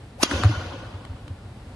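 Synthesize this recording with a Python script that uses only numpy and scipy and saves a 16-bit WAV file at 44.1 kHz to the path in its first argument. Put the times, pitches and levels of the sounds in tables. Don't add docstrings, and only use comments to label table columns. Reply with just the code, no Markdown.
import sys
import numpy as np
from scipy import signal
from scipy.fft import rfft, irfft
from scipy.io import wavfile

SR = 44100
rng = np.random.default_rng(int(sys.argv[2]) if len(sys.argv) > 2 else 0)


def digitize_waveform(pressure):
    field = np.atleast_2d(pressure).T
    bounded = np.clip(field, -1, 1)
    quanta = np.round(bounded * 32767).astype(np.int16)
    wavfile.write(sys.argv[1], SR, quanta)


N = 77175
SMASH_S = .229
OPPOSED = np.array([[1], [-1]])

# freq_hz, relative_db
CRACK_SPECTRUM = [(200, -10), (450, 2), (750, 4), (1200, -1), (1700, -7), (2700, -0.5), (4500, -2),
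                  (5900, 0.5), (7000, -2), (7900, -19), (9000, -11), (10800, -5), (12000, -24)]


def smash():
    floor_bounce_s = .0033
    blows = sum(burst(SMASH_S + lag, rise_s=.00067, decay_s=.0037) for lag in (0, floor_bounce_s))
    crack = undb(-13) * coloured(CRACK_SPECTRUM) * blows
    pop = boom(SMASH_S + .0015, level_db=-8.5, pitch_hz=297, rise_s=.0036, steepness=3.6)
    return crack + pop


# pitch_hz, level_db, t60_s
STRING_MODES = [(1247, -22.5, .045), (2063, -27, .04), (2590, -26, .045), (2767, -19.5, .05),
                (3155, -26, .045), (3380, -18.5, .045), (3748, -20, .045), (4206, -24, .04),
                (4414, -24, .05), (4640, -22, .055), (5056, -20.5, .04), (5420, -22, .03),
                (5663, -17.5, .035), (5900, -18, .035), (6090, -21, .035), (8950, -30, .03),
                (10790, -28, .035)]


def strings():
    t, out = clock(), 0
    for hz, db, t60 in STRING_MODES:
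        port_phase = np.arctan(undb(along_hz(hz, STEREO_WIDTH))) * OPPOSED
        envelope = undb(db) * burst(SMASH_S, rise_s=.002, decay_s=t60 / np.log(1000))
        out = out + envelope * np.sin(2 * np.pi * (hz * t + rng.random()) + port_phase)
    return out


# time_s, pitch_hz, level_db
WHISTLE_PATH = [(.172, 400, -62), (.193, 640, -42), (.207, 860, -34), (.218, 1100, -41), (.229, 1300, -41),
                (.245, 900, -64)]
# freq_hz, relative_db
HISS_SPECTRUM = [(1000, 7.5), (2700, 9), (3600, 3), (5000, 5.5), (7000, 0), (12000, 1)]


def swing():
    t = clock()
    times, hz, db = np.array(WHISTLE_PATH).T
    mean_hz, relative_width = hz.mean(), .097
    eddies = signal.hilbert(noise(np.exp(-.5 * ((bins() / mean_hz - 1) / relative_width) ** 2)))
    glide = np.exp(2j * np.pi * np.cumsum(np.interp(t, times, hz) - mean_hz) / SR)
    envelope = undb(np.interp(t, times, db)) * (t > times[0]) * (t < times[-1])
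    hiss_rise = np.exp(-abs(t - SMASH_S) / .011) * (t < SMASH_S)
    return (eddies * glide).real * envelope + undb(-23.5) * coloured(HISS_SPECTRUM) * hiss_rise


# start_s, level_db, crest_pitch_hz, rise_s, scuff_relative_db
SOLE_SLAPS = [(.3098, -18.5, 1600, .0042, -8), (.4345, -11.5, 1370, .0021, -10),
              (.4444, -19.5, 900, .0015, -9), (1.0503, -35, 600, .0012, -2), (1.278, -48, 1200, .0023, 8)]
# freq_hz, relative_db
SCUFF_SPECTRUM = [(300, 12), (750, 5), (1200, 7.5), (1900, 5), (2600, 2.5), (4200, 1.5), (6200, -14),
                  (7600, -6), (9000, -11), (11000, -16), (13000, -35)]


def soles():
    fall_octaves = .8
    out, friction = 0, coloured(SCUFF_SPECTRUM)
    for start, db, hz, rise, scuff_db in SOLE_SLAPS:
        pitch = hz * 2 ** (fall_octaves * (1 - age(start) / rise))
        phase = 2 * np.pi * (np.cumsum(pitch) / SR + rng.random())
        clap = swell(start, rise, steepness=6.2) * np.sin(phase)
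        scuff = undb(scuff_db) * swell(start, rise, steepness=1.35) * friction
        out = out + undb(db) * (clap + scuff)
    return out


# start_s, level_db, pitch_hz, rise_s
HEEL_KNOCKS = [(.316, -19, 280, 0.004), (.433, -30, 308, 0.011), (.437, -27.5, 729, 0.0081),
               (.492, -24.5, 306, 0.0081), (1.115, -43, 271, 0.017), (1.246, -47.5, 303, 0.025)]
# start_s, level_db, pitch_hz, rise_s
FLOOR_THUDS = [(.326, -20.5, 79.6, 0.027), (0.371, -23.5, 80, 0.017), (0.405, -22, 98.5, 0.045),
               (0.4431, -6, 98, 0.018), (0.482, -15, 107.5, 0.019), (0.509, -29, 90, 0.0039),
               (0.567, -21.5, 93.7, 0.016), (0.663, -27, 88.6, 0.0088), (0.821, -40, 83, 0.016),
               (0.932, -32, 91, 0.02), (1.082, -26.5, 89.6, 0.022), (1.143, -29.5, 98, 0.008),
               (1.237, -29.5, 95.5, 0.011), (1.298, -24.5, 94.6, 0.015), (1.43, -33.5, 101.5, 0.021)]


def sprung_floor():
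    knocks = sum(boom(*row, steepness=1.48) for row in HEEL_KNOCKS)
    thuds = sum(boom(*row, steepness=2.68) for row in FLOOR_THUDS)
    return knocks + thuds


# freq_hz, level_db, t60_s
HALL_DECAY = [(40, -24, 0.67), (100.5, -18.5, 0.32), (155, 6, 1.9), (262, -7.5, 1.38), (600, -5, 2.7),
              (880, 1, 2.22), (1390, 3, 1.24), (1680, 2, 1.47), (3020, 0, 1.76), (4440, -2.5, 1.54),
              (5970, -7.5, 1.26), (7800, -7, 0.83), (11500, -13.5, 1.34)]
# pitch_hz, width_hz, boost_db
HALL_TONES = [(302, 58, 5.5), (513, 70, 13.5), (735, 48, 2), (987, 24, 4.5), (1433, 21, 9.5),
              (1478, 27, 9.5), (2240, 120, 2.5), (2980, 97, 3.5), (4140, 16, 2)]
# delay_s, gain_db
HALL_ARRIVALS = [(0, -16), (.012, 2), (.03, -4.5), (.055, -7), (.08, -1), (.2, 1.5)]


def hall_response():
    t, f = clock(), bins()
    bass_build_s, bass_below_hz = .05, 600
    tones_db = sum(db / (1 + (2 * (f - hz) / width) ** 2) for hz, width, db in HALL_TONES)
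    diffuse = rfft(noise(1)) * undb(along_hz(f, HALL_DECAY) + tones_db)
    centres = np.geomspace(40, 12000, num=16)
    response = 0
    for hz, pick in zip(centres, np.eye(len(centres))):
        decay_s = along_hz(hz, HALL_DECAY, column=2) / np.log(1000)
        band = irfft(diffuse * np.interp(f, centres, pick), N)
        build_up = 1 - np.exp(-(t / bass_build_s) ** 2 * (1 + (hz / bass_below_hz) ** 4))
        tail = np.exp(-t / decay_s) * np.sqrt(2 / (decay_s * SR))
        response = response + band * build_up * tail
    return response * undb(np.interp(t, *np.array(HALL_ARRIVALS).T))


def reflections(rays):
    handover_hz = 35
    shares = irfft(rfft(rng.standard_normal((len(rays), N))) * (bins() < handover_hz), N)
    shares /= np.sqrt(np.sum(shares ** 2, axis=0))
    response = hall_response()
    return sum(signal.fftconvolve(ray[:1], response * share, axes=1)[:, :N]
               for ray, share in zip(rays, shares))


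# freq_hz, relative_db
AIR_SPECTRUM = [(20, -36), (45, -5.5), (85, -1), (120, -5), (160, -12.5), (240, -11), (310, -14.5),
                (400, -20.5), (600, -21), (850, -22.5), (1300, -28.5), (2400, -32), (4500, -36.5),
                (6200, -44), (7300, -43.5), (8400, -42.5), (11500, -50.5)]
# time_s, level_db
BACKGROUND_LEVEL = [(0, -41), (.15, -43), (0.801, -41), (1.149, -42), (1.422, -42.5), (1.58, -41.5),
                    (1.72, -40.5)]


def air():
    return coloured(AIR_SPECTRUM) * undb(np.interp(clock(), *np.array(BACKGROUND_LEVEL).T))


# freq_hz, side_over_mid_db
STEREO_WIDTH = [(50, -39), (130, -61), (260, -33.5), (480, -9), (800, -6), (1200, -8), (1700, -7),
                (2300, 1), (3200, 1), (4500, -4), (8000, -3), (11000, -12)]


def noise(gain):
    width = undb(along_hz(bins(), STEREO_WIDTH))
    mid, side = rfft(rng.standard_normal((2, N))) * gain / np.sqrt(1 + width ** 2)
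    stereo = irfft(mid + side * width * OPPOSED, N)
    return stereo / stereo.std()


def coloured(spectrum):
    return noise(undb(along_hz(bins(), spectrum)))


def burst(start_s, rise_s, decay_s):
    t = age(start_s)
    return np.minimum(t / rise_s, 1) * np.exp(-np.maximum(t - rise_s, 0) / decay_s)


def swell(start_s, rise_s, steepness):
    progress = age(start_s) / rise_s
    return (progress * np.exp(1 - progress)) ** steepness


def boom(start_s, level_db, pitch_hz, rise_s, steepness):
    tone = np.cos(2 * np.pi * pitch_hz * age(start_s))
    return undb(level_db) * swell(start_s, rise_s, steepness) * tone


def along_hz(hz, table, column=1):
    rows = np.array(table, float)
    return np.interp(np.log(hz + 1e-3), np.log(rows[:, 0]), rows[:, column])


def undb(db):
    return 10 ** (np.asarray(db) / 20)


def clock():
    return np.arange(N) / SR


def age(start_s):
    return np.maximum(clock() - start_s, 0)


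def bins():
    return np.arange(N // 2 + 1) * SR / N


def scene():
    swish, ring, feet = swing(), strings(), soles() + sprung_floor()
    rays = [swish + smash() + undb(-10) * ring + undb(-7) * feet for _ in range(5)]
    return swish + smash() + ring + feet + reflections(rays) + air()


# freq_hz, left_over_right_db
PORT_BALANCE = [(300, 0), (600, 2), (1300, 2.8), (2400, -.3), (5000, -.3), (11000, -1.5)]


def record(dry):
    ceiling, top_hz = .8, 11800
    tilted = irfft(rfft(dry) * undb(along_hz(bins(), PORT_BALANCE) * OPPOSED / 2), N)
    rounded = tilted / (1 + (tilted / ceiling) ** 4) ** .25
    return signal.sosfilt(signal.ellip(10, .2, 90, top_hz, fs=SR, output="sos"), rounded)


dry = scene()
out = record(dry)
digitize_waveform(out)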